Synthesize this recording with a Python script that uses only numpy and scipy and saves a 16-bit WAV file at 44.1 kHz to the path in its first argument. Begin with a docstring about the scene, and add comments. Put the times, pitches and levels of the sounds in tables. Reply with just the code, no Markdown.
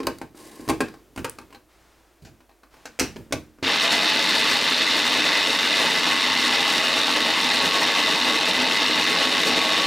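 """Plastic knocks and scrapes, close by in a small kitchen: a mini chopper's lid is pressed and twisted
onto its bowl, which stands on a wooden board. The motor unit is set on top and clicks home.
Then the motor runs: the blade shaft rattles in its coupling, the gear whines, herbs and oil are flung
round the bowl and its wall sings. Knocks are bursts of force through the plastic's resonances;
the running machine is trains of blows, timed by the shaft and coloured by the bowl."""
import sys
import numpy as np
from scipy import signal
from scipy.fft import rfft, irfft
from scipy.io import wavfile
from scipy.ndimage import uniform_filter1d, minimum_filter1d, map_coordinates

SR = 44100
rng = np.random.default_rng(int(sys.argv[2]) if len(sys.argv) > 2 else 0)


def store_wav(level_fs):
    """Save 16-bit WAV to argv[1]."""
    pcm = np.round(np.clip(np.atleast_2d(level_fs), -1, 1) * 32767)
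    wavfile.write(sys.argv[1], SR, pcm.T.astype(np.int16))


N = 434826
TIME = np.arange(N) / SR
PRESSED_UNTIL_S, SWITCH_ON_S = 1.0, 3.624

# the lid knocks on the bowl: (time [s], thump [dB], knock [dB], hardness [dB/octave], favoured mode [Hz])
LID_HITS = [(0.002, 3, 4.5, -4, 320), (0.031, 12, -0.5, -2.5, 314), (0.051, 0, -7, -6, 337),
            (0.069, 13, 6.5, 2.6, 1030), (0.072, 0, 11.5, -3.5, 428), (0.185, -2, -16, 3.5, 1070),
            (0.215, 11.5, 3, -3, 790), (0.346, -6, -17, -4, 340), (0.596, 6, -10.5, -6.5, 316),
            (0.678, 21, -2.5, -0.5, 323), (0.688, 13, 7.5, 0.5, 1120), (0.695, 19, 21.5, -2, 1110),
            (0.805, 10, 16, -2, 2520), (0.809, 12, 12, -2.5, 227), (0.884, -14, -9, -0.5, 380),
            (0.94, -25, -10, -3, 384), (1.161, 11, -2, -1, 1040), (1.176, 17, 7, -3, 233),
            (1.184, 5, -9, -1, 1100), (1.191, 9, -2, -3, 320), (1.245, -8, 14, -2.3, 1560),
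            (1.249, -5, 9.5, -4.5, 880), (1.296, -12, -16, 6.5, 9050), (1.386, 4, -1, -2, 1120),
            (1.414, -10, -14, -2, 900)]
# the motor unit is picked up, set on, seated and pressed:
# (time [s], thump [dB], knock [dB], hardness [dB/octave], chatter decay [s], favoured mode [Hz])
UNIT_HITS = [(2.221, 11, -27, 2, 0.028, 151), (2.249, 4, -14.5, 1.5, 0.028, 160),
             (2.27, 0, -14.5, -5, 0.018, 160), (2.855, -3, 0.5, -0.3, 0.014, 1510),
             (2.99, 5, 8.5, -1.5, 0.0054, 885), (2.996, 15, 10.5, 3.5, 0.006, 2500),
             (3.0, 3, 11.5, 1.2, 0.039, 5700), (3.011, 23, 3, -8.5, 0.013, 340),
             (3.16, 9, -8.5, -4, 0.006, 330), (3.165, 13.5, -2.5, -5, 0.0064, 312),
             (3.208, 2, -25, -6, 0.006, 320), (3.309, 7, -11, -5, 0.01, 472),
             (3.324, 12, 14, 0.5, 0.0081, 665), (3.331, 12, 5, -2.5, 0.0063, 630),
             (3.338, 17, -0.5, -5, 0.01, 330), (3.586, -4, -18, -5.5, 0.0059, 1500),
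             (3.627, 15.5, 8.5, -3.5, 0.016, 312)]
# tone of a motor unit knock at zero hardness: (frequency [Hz], level [dB])
UNIT_HIT_TONE = [(380, -3.5), (660, 1.5), (1150, -2.5), (1800, -1), (3500, -2.5), (6500, -3), (8000, -7),
                 (9000, -11.5), (16000, -24)]


def motor(slosh_db=-31, rattle_db=-21, spray_db=-37.5, mains_hz=50):
    """The loose coupling knocks once a turn, two blades slap the herbs and the drive splines tick."""
    # slowed by whole herbs, the shaft gains speed, then follows the load: (time [s], speed [turns/s])
    shaft = [(3.62, 82), (3.85, 84.5), (4.1, 87), (4.45, 89.3), (4.95, 90.7), (5.65, 89.5), (6.45, 91),
             (6.9, 89.8), (7.9, 91.9), (8.5, 90.2), (9.86, 91)]
    # the blades first hit the heap: (start [s], end [s], level [dB])
    fling = [(3.635, 3.69, -25)]
    # the blades rasp through coarse leaves and stalks: (start [s], end [s], level [dB])
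    chopping = [(3.9, 5.0, -37.5)]
    running = np.maximum(TIME - SWITCH_ON_S, 0)
    on = 1 - np.exp(-running / .003)
    speed = np.interp(TIME, *np.transpose(shaft)) * (1 - np.exp(-running / .04)) * (1 + .006 * drift(25))
    turns = np.cumsum(speed) / SR
    # the load surges; the first bite rattles hardest; as paste forms, sloshing grows and the rest eases
    surge_db = .37 * drift(2.78)
    slosh_level = slosh_db + .47 * running + surge_db
    rattle_level = rattle_db - .09 * running + 2 * np.exp(-running / .37)
    spray_level = spray_db - .1 * running + surge_db - 7 * np.exp(-running / .09)

    slipping = np.maximum.accumulate(turns + on * .16 * drift(50))
    knocking = strikes(slipping, count=1, scatter=.06, spread_db=2.5)
    coupling = amp(-2) * buzz(knocking, decay_s=.0028)
    blades = buzz(strikes(turns, count=2, scatter=.08, spread_db=2), decay_s=.0043)
    splines = amp(-6) * buzz(strikes(turns, count=3, scatter=.12, spread_db=3), decay_s=.001)
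    wash = rms_one(on * rng.standard_normal(N) * amp(2 * drift(40)))
    throb = 1 + .19 * np.sin(2 * np.pi * 2 * mains_hz * TIME)  # torque pulses twice per mains cycle
    clatter = throb * (coupling + amp(-3) * blades + splines) + amp(-5) * wash

    # EQ of each layer: (frequency [Hz], gain [dB])
    slosh_eq = [(650, 1.5), (1100, -.5), (1700, -47), (4000, -90)]
    fling_eq = [(150, -8), (450, -3), (700, -3), (1050, 1), (1600, -14), (2400, -3), (3500, -9)]
    rattle_eq = [(250, -22), (650, -9), (1100, .5), (1600, 0), (5000, -1.5), (7000, -11.5),
                 (12000, -29.5)]
    spray_eq = [(2000, -62), (4500, -17.5), (7000, -2), (9000, 1.5)]
    shaft_eq = [(2400, -25), (3300, -16), (3550, 13.5), (3730, 17), (4100, 8.5), (4500, 0), (6000, -33.5)]
    rasp_eq = [(2400, -19.5), (3400, 3), (3750, -4.5), (4400, 4), (5000, -3), (5600, -19), (8000, -25)]
    churn = amp(slosh_level + .29 * drift(25)) * radiate(blades + wash, slosh_eq)
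    slosh = np.interp(TIME + .0005 * drift(11), TIME, churn)  # the tumbling mixture bends the resonances
    splat = spells(fling, attack_s=.01, release_s=.02) * radiate(blades, fling_eq)
    rattle = amp(rattle_level + .48 * drift(25)) * radiate(clatter, rattle_eq)
    spray = amp(spray_level + 1.34 * drift(150)) * radiate(clatter + wash, spray_eq)
    shaft_ring = amp(rattle_level - 7) * radiate(knocking, shaft_eq)
    rasp = spells(chopping, attack_s=.064, release_s=.37) * radiate(clatter, rasp_eq)
    sound = slosh + splat + rattle + spray + shaft_ring + rasp + gear_whine(speed) + wall_song()
    spin_up = on * amp(-4 * np.exp(-running / .0055))
    return spin_up * sound


def strikes(turns, count, scatter, spread_db):
    """Clicks, `count` per shaft turn, each a little early or late and of its own strength."""
    timing, strength = rng.standard_normal((8000, 2)).T
    at_turn = (np.arange(len(timing)) + scatter * timing) / count
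    inside = (at_turn > 0) & (at_turn < turns[-1])
    clicks = np.zeros(N)
    clicks[np.searchsorted(turns, at_turn[inside])] = amp(spread_db * np.clip(strength[inside], -2, 2))
    return clicks


def radiate(force, eq):
    """One band of the machine's vibration sounds through housing and bowl; rms 1 while running."""
    # broad spectrum of the running machine: (frequency [Hz], level [dB])
    machine = [(25, -25), (90, -21), (160, -8), (250, -12), (400, -6), (1200, -6), (1800, -9), (3000, -2),
               (4000, -6.5), (5000, -8.5), (6500, -13), (10000, -23), (14500, -32.5), (15800, -40.5)]
    # resonances and hollows of the bowl on its board: (frequency [Hz], width [Hz], gain [dB])
    bowl = [(112, 24, 6), (130.8, 30, -9), (182, 20, 4), (248, 31, 18.5), (308, 32, 14), (453, 60, 7),
            (554, 24, 5), (640, 30, 7.5), (779, 36, -9), (812, 80, 6), (903, 50, 4), (1101, 20, 3),
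            (1152, 24, 4), (1530, 30, 5.5), (1718, 80, 6.5), (1862, 190, 6.5), (2020, 56, 10),
            (2130, 80, 6), (2212, 40, -6), (2568, 90, 6), (2695, 39, 4), (2770, 60, 2.5), (2849, 36, 5),
            (2913, 44, 5.5), (2982, 44, -7), (3037, 33, 4.5), (3260, 100, -3), (3572, 53, 3.5),
            (3736, 36, 4), (3770, 800, 2.5), (4093, 50, 8), (4250, 100, -2.5), (4350, 76, 6.5),
            (4540, 90, 3), (4860, 160, 2.5), (5130, 260, -4), (5440, 250, 6), (6340, 60, 4),
            (6430, 90, -3.5), (7680, 200, -2.5), (8020, 220, 3), (8850, 450, -2.5), (9300, 240, 4.5),
            (10900, 450, -2.5), (12050, 300, 3.5), (13400, 400, 2), (15250, 450, 3.5)]
    sound = colour(force, lambda hz: at_hz(machine, hz) + peaks_db(bowl, hz) + at_hz(eq, hz))
    return sound / np.std(sound[TIME > SWITCH_ON_S])


def gear_whine(speed):
    """The gear whines on multiples of the shaft speed."""
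    # gear tones: (start [s], end [s], level [dB], multiple of the shaft speed)
    whines = [(3.72, 4.15, -42, 8), (3.78, 4.1, -41, 10), (4.08, 4.45, -38, 10), (4.55, 8.35, -42.5, 10),
              (8.45, 8.85, -37.5, 10), (3.75, 4.0, -39.5, 12)]
    return sum(spells([spell]) * whistle(multiple * speed, flutter_db=2, flutter_hz=25)
               for *spell, multiple in whines)


def wall_song(lower_hz=1106, upper_hz=2022, rise_hz_per_s=3.8):
    """Two modes of the bowl's wall sing as the oil coats it; the lower creeps up in pitch."""
    # the lower mode comes and goes: (start [s], end [s], level [dB])
    lower_spells = [(4.95, 5.6, -42), (6.02, 6.4, -35), (6.6, 7.25, -37.5), (7.45, 8.35, -35),
                    (8.55, 8.9, -43), (8.92, 9.86, -34.5)]
    # the upper mode rings more evenly once the herbs are fine: (start [s], end [s], level [dB])
    upper_spells = [(4.8, 9.86, -40)]
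    pitch = lower_hz + rise_hz_per_s * (TIME - 8.2) + 9 * drift(45)
    lower = spells(lower_spells) * whistle(pitch, flutter_db=2.8, flutter_hz=22)
    upper = spells(upper_spells) * whistle(upper_hz + 16 * drift(70), flutter_db=2.8, flutter_hz=35)
    return lower + upper


def knocks(crossover_hz=600, attack_s=.00029, size=16384):
    """Plastic meets plastic: one push in the bass, with a snap and a short chatter above it."""
    # resonances and hollows of the struck lid and bowl: (frequency [Hz], width [Hz], gain [dB])
    lid_modes = [(107, 15, 4), (136, 68, -23), (248, 50, 10.5), (329, 83, 10), (452, 105, 6),
                 (660, 230, -1), (800, 190, 4), (1530, 330, 4), (2170, 94, 2), (2470, 780, 3),
                 (3530, 360, -4.5), (4580, 870, 3), (7150, 4000, -3.5)]
    out, t = np.zeros(N), np.arange(size) / SR
    lowpass = signal.butter(2, crossover_hz, fs=SR, output="sos")
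    highpass = signal.butter(1, crossover_hz, "high", fs=SR, output="sos")
    push = amp(-2) * signal.sosfilt(lowpass, signal.unit_impulse(size))

    def burst(decay_s):
        """A dying burst of force with unit energy."""
        force = rng.standard_normal(size) * (1 - np.exp(-t / attack_s)) * np.exp(-t / decay_s)
        return force / np.linalg.norm(force)

    for s, tone, chatter_s, favoured_hz in contacts():
        snap = burst(.55 * chatter_s)
        clack = snap + amp(2) * burst(chatter_s)
        force = push + signal.sosfilt(highpass, clack / np.linalg.norm(clack))
        # each spot struck favours one mode and adds damped ones of its own
        modes = [(hz, width, db * rng.uniform(.8, 1.1)) for hz, width, db in lid_modes]
        modes += [(favoured_hz, favoured_hz / 7, 8)]
        spot_hz = np.exp(rng.uniform(np.log(600), np.log(9000), size=10))
        modes += [(hz, hz / 8, 3.5 * rng.standard_normal()) for hz in spot_hz]
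        start = int(s * SR)
        out[start:start + size] += amp(-2) * colour(force, lambda hz: at_hz(tone, hz) + peaks_db(modes, hz))
    return out


def contacts():
    """Lid knocks, unit knocks and finger taps as (time [s], spectrum, chatter decay [s], mode [Hz])."""
    # tone of a lid knock at zero hardness, and of a tap: (frequency [Hz], level [dB])
    lid_tone = [(380, -7), (1150, -1), (3500, -6), (9000, -7), (16000, -19)]
    tap_tone = [(25, -16), (130, 4), (380, -2), (1150, -0.5), (3500, -8.5), (9000, -17.5), (16000, -21)]
    # extra boom of the bowl while the lid is pressed down: (frequency [Hz], gain [dB])
    boom = [(130, 2.5), (350, 10), (1000, -1)]
    # fingers tap the plastic lightly: (time [s], level [dB])
    taps = [(1.505, -14.5), (1.526, -9), (1.547, -6.5), (2.405, -17), (2.493, -20), (2.513, -22),
            (2.633, -15), (2.74, -13.5), (2.768, -15)]
    hits = []
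    for s, thump_db, knock_db, hardness, mode_hz in LID_HITS:
        tone = blow_tone(lid_tone, thump_db, knock_db, hardness)
        if s < PRESSED_UNTIL_S:
            tone = [(hz, db + at_hz(boom, hz)) for hz, db in tone]
        chatter_s = .0051 * 2 ** (-hardness / 3.7)  # harder hits are shorter
        hits.append((s, tone, chatter_s, mode_hz))
    for s, *blow, chatter_s, mode_hz in UNIT_HITS:
        hits.append((s, blow_tone(UNIT_HIT_TONE, *blow), chatter_s, mode_hz))
    return hits + [(s, [(hz, tap_db + db) for hz, db in tap_tone], .013, 1040) for s, tap_db in taps]


def blow_tone(tone, thump_db, knock_db, hardness):
    """Spectrum of one blow: its weight thumps the board, its hardness tilts the knock to the treble."""
    thump = [(25, thump_db - 27), (60, thump_db - 20), (130, thump_db)]
    return thump + [(hz, knock_db + db + hardness * np.log2(hz / 1150)) for hz, db in tone]


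def housing(ring_db=-49.5, size=16384):
    """The hollow motor unit rings at each of its knocks; a soft contact favours the low modes."""
    # housing modes: (frequency [Hz], level [dB], time to fall 60 dB [s])
    modes = [(159, -12, 0.28), (223, -7, 0.57), (270, -7, 0.24), (305, 2, 0.47), (352, -3, 0.16),
             (630, -7, 0.1), (2350, -4, .1), (2430, -6, .1), (2610, -5, .1), (4940, -12, .06)]
    out, t = np.zeros(N), np.arange(size) / SR
    for s, *blow, _, _ in UNIT_HITS:
        start, tone = int(s * SR), blow_tone(UNIT_HIT_TONE, *blow)
        for hz, mode_db, t60 in modes:
            strength = amp(ring_db + at_hz(tone, hz) + mode_db + rng.standard_normal())
            out[start:start + size] += strength * np.sin(2 * np.pi * hz * t) * amp(-60 * t / t60)
    return out


def wall_ring(handling):
    """While the lid is pressed and twisted on, the contacts set the bowl's wall ringing."""
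    # wall modes under pressure: (frequency [Hz], width [Hz], gain [dB])
    modes = [(1070, 27, 10.5), (3900, 200, -1), (4550, 100, 2), (4940, 130, 0)]
    pressed = handling * (TIME < PRESSED_UNTIL_S)
    return sum(amp(db) * signal.lfilter(*signal.iirpeak(hz, hz / width, fs=SR), pressed)
               for hz, width, db in modes)


def lid_twist(hiss_db_per_s=-12):
    """The lid slides round in its seat: a low rub under a grainy, easing hiss."""
    # the slide: (start [s], end [s], level [dB])
    twist = [(0.348, 0.68, -46.5)]
    # spectra of the friction: (frequency [Hz], level [dB])
    rub_tone = [(59, -52), (100, -16), (326, 3), (673, -12), (1060, -13), (1310, -22), (1650, -14.5),
                (3000, -23), (3900, -46), (6600, -120)]
    hiss_tone = [(880, -26), (1500, -6), (3060, 1), (3310, 0), (4690, 0.5), (9470, 3), (16000, -9)]
    easing_db = hiss_db_per_s * np.maximum(TIME - twist[0][0], 0)
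    rub = noise(rub_tone)
    hiss = amp(-4 + easing_db + 2 * drift(166.5)) * noise(hiss_tone)
    return spells(twist, attack_s=.02, release_s=.015) * (rub + hiss)


def knock_pulses():
    """Two click tracks on the lid and unit hits, one as strong as each thump, one as each knock."""
    thumps, jolts = np.zeros((2, N))
    for s, thump_db, knock_db, *_ in LID_HITS + UNIT_HITS:
        thumps[int(s * SR)], jolts[int(s * SR)] = amp(thump_db), amp(knock_db)
    return thumps, jolts


def hands(thumps, jolts, settle_s=.057):
    """Fingers bump and brush the plastic, most of all just after a knock; the arm rustles."""
    # a hand holds the lid, grips anew, then holds the motor unit: (start [s], end [s], level [dB])
    grips = [(0.0, 0.16, -53), (0.35, 1.59, -58), (3.0, 3.7, -76)]
    # the arm reaches away and back: (start [s], end [s], level [dB])
    reaches = [(1.68, 1.92, -60), (2.7, 2.87, -57.5)]
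    bump_tone = [(40, -17), (110, -5.5), (200, -15), (310, 0), (500, -11), (1500, -39), (5000, -34.5)]
    brush_tone = [(200, 6.5), (700, 5), (1500, 4), (3200, -1.5), (7000, -7), (16000, -20)]
    grip = spells(grips, attack_s=.018, release_s=.091)
    arm = spells(reaches, attack_s=.019, release_s=.37)
    bump = grip + amp(-63) * fade(thumps, settle_s)
    brush = arm + amp(-11) * grip + amp(-64) * fade(jolts, settle_s)
    return bump * noise(bump_tone) + brush * noise(brush_tone)


def board(thumps):
    """The weight of each knock rocks the wooden board for a moment."""
    thud_tone = [(25, -39), (50, -6), (110, -2), (170, -3.5), (400, -42), (2000, -80)]
    return amp(-58) * fade(thumps, decay_s=.051) * noise(thud_tone)


def kitchen(x, size=20000):
    """Diffuse reverb of a small room, dying sooner in the treble; unit gain."""
    # room decay: (frequency [Hz], time to fall 60 dB [s])
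    decay = [(100, 0.39), (290, 0.25), (700, 0.18), (1800, 0.22), (5000, 0.21), (13000, 0.16)]
    t, tail = np.arange(size) / SR, 0
    edges = 45 * 2 ** np.arange(0, 9, .5)
    for low, high in zip(edges, edges[1:]):
        bandpass = signal.butter(2, [low, high], "band", fs=SR, output="sos")
        band = signal.sosfilt(bandpass, rng.standard_normal(size))
        tail = tail + band * amp(-60 * t / at_hz(decay, np.sqrt(low * high)))
    tail = tail * np.clip((t - .004) / .0043, 0, 1)  # pre-delay, then a short swell
    return signal.fftconvolve(x, tail / np.linalg.norm(tail))[:N]


def room_tone(air_db=-62, hum_hz=54, hum_db=-67):
    """Quiet room air with a faint, wavering low hum."""
    # spectrum of the quiet kitchen: (frequency [Hz], level [dB])
    air = [(12, -35), (20, -10), (60, -9), (210, -27), (310, 0), (399, -10), (607, -9), (949, -15),
           (1060, -14), (1190, -16), (3160, -23), (3840, -25), (16000, -28.5)]
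    hum = np.sqrt(2) * np.sin(2 * np.pi * np.cumsum(hum_hz + 2 * drift(2.8)) / SR)
    return amp(air_db) * noise(air) + amp(hum_db + 2 * drift(4.8)) * hum


def amp(db):
    """Decibels to gain."""
    return 10 ** (np.asarray(db) / 20)


def rms_one(x):
    """Scale to unit rms."""
    return x / np.sqrt(np.mean(x ** 2) + 1e-20)


def at_hz(points, hz):
    """Read a curve on a log-frequency axis."""
    f, value = np.transpose(points)
    return np.interp(np.log(hz + 1e-3), np.log(f), value)


def peaks_db(modes, hz):
    """Response in dB of a set of resonances."""
    return sum(db / (1 + (2 * (hz - centre) / width) ** 2) for centre, width, db in modes)


def colour(x, response_db, size=16384):
    """Minimum-phase EQ with the given response in dB."""
    cepstrum = irfft(np.log(amp(response_db(np.fft.rfftfreq(size, 1 / SR)))))
    cepstrum[1:size // 2] *= 2
    cepstrum[size // 2 + 1:] = 0
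    impulse = irfft(np.exp(rfft(cepstrum)))[:size // 2]
    return signal.oaconvolve(x, impulse)[:len(x)]


def noise(spectrum):
    """Noise shaped by (frequency [Hz], level [dB]) points; rms 1."""
    return rms_one(colour(rng.standard_normal(N), lambda hz: at_hz(spectrum, hz)))


def drift(rate_hz):
    """Smooth random wandering with spread 1."""
    knots, coarse = rng.standard_normal(4000), TIME[::20]
    curve = map_coordinates(knots, [coarse * rate_hz], order=2, mode="wrap")
    return np.interp(TIME, coarse, rms_one(curve))


def fade(clicks, decay_s):
    """Every click becomes an exponential decay."""
    return signal.lfilter([1], [1, -np.exp(-1 / (decay_s * SR))], clicks + 1e-18)


def buzz(clicks, decay_s):
    """Every click becomes a brief burst of noise; rms 1."""
    return rms_one(fade(clicks, decay_s) * rng.standard_normal(N))


def whistle(hz, flutter_db, flutter_hz):
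    """A tone on a moving pitch whose level flutters; rms about 1."""
    return amp(flutter_db * drift(flutter_hz)) * np.sqrt(2) * np.sin(2 * np.pi * np.cumsum(hz) / SR)


def spells(rows, attack_s=.04, release_s=.09):
    """Envelope that swells at each start, holds, and dies away after each end."""
    return sum(amp(db) * (1 - np.exp(-np.maximum(TIME - start, 0) / attack_s))
               * np.exp(-np.maximum(TIME - end, 0) / release_s) for start, end, db in rows)


def scene(knock_send_db=-8, housing_send_db=-8, motor_send_db=-17):
    """The chopper stands straight ahead; reflections and a slight tilt set left and right apart."""
    # echoes of the knocks come back duller: (frequency [Hz], gain [dB])
    wall_loss = [(1000, 2), (4000, -3.5), (10000, -7)]
    # stereo width: (frequency [Hz], side minus mid [dB])
    width = [(30, -16), (80, -26), (170, -36), (350, -36), (700, -16), (1400, -28), (3000, -27),
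             (6000, -19), (10000, -17), (12000, -42)]
    # stereo balance: (frequency [Hz], left minus right [dB])
    lean = [(30, -4), (80, -6), (170, -1.5), (350, -0.5), (650, 1.8), (1300, 0.8), (2800, 0.25),
            (16000, 0.1)]
    plastic = knocks()
    thumps, jolts = knock_pulses()
    handling = plastic + lid_twist() + hands(thumps, jolts) + board(thumps)
    unit, machine = housing(), motor()
    dulled = colour(plastic, lambda hz: at_hz(wall_loss, hz))
    room = kitchen(amp(knock_send_db) * dulled + amp(housing_send_db) * unit + amp(motor_send_db) * machine)
    mid = handling + wall_ring(handling) + unit + machine + room + room_tone()
    side = colour(kitchen(mid), lambda hz: at_hz(width, hz))
    return np.array([colour(mid + sign * side, lambda hz: sign * at_hz(lean, hz) / 2) for sign in (1, -1)])


def record(dry, ceiling_db=-10, release_db_per_s=2000, cutoff_hz=16300):
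    """A fast limiter holds the peaks down; a steep low-pass cuts the top."""
    over_db = np.maximum(20 * np.log10(np.abs(dry).max(axis=0) + 1e-9) - ceiling_db, 0)
    held_db = np.maximum.accumulate(over_db + release_db_per_s * TIME) - release_db_per_s * TIME
    gain_db = uniform_filter1d(minimum_filter1d(-held_db, size=17), size=17)
    lowpass = signal.ellip(10, .2, 70, cutoff_hz, fs=SR, output="sos")
    return signal.sosfilt(lowpass, dry * amp(gain_db))


dry = scene()
out = record(dry)
store_wav(out)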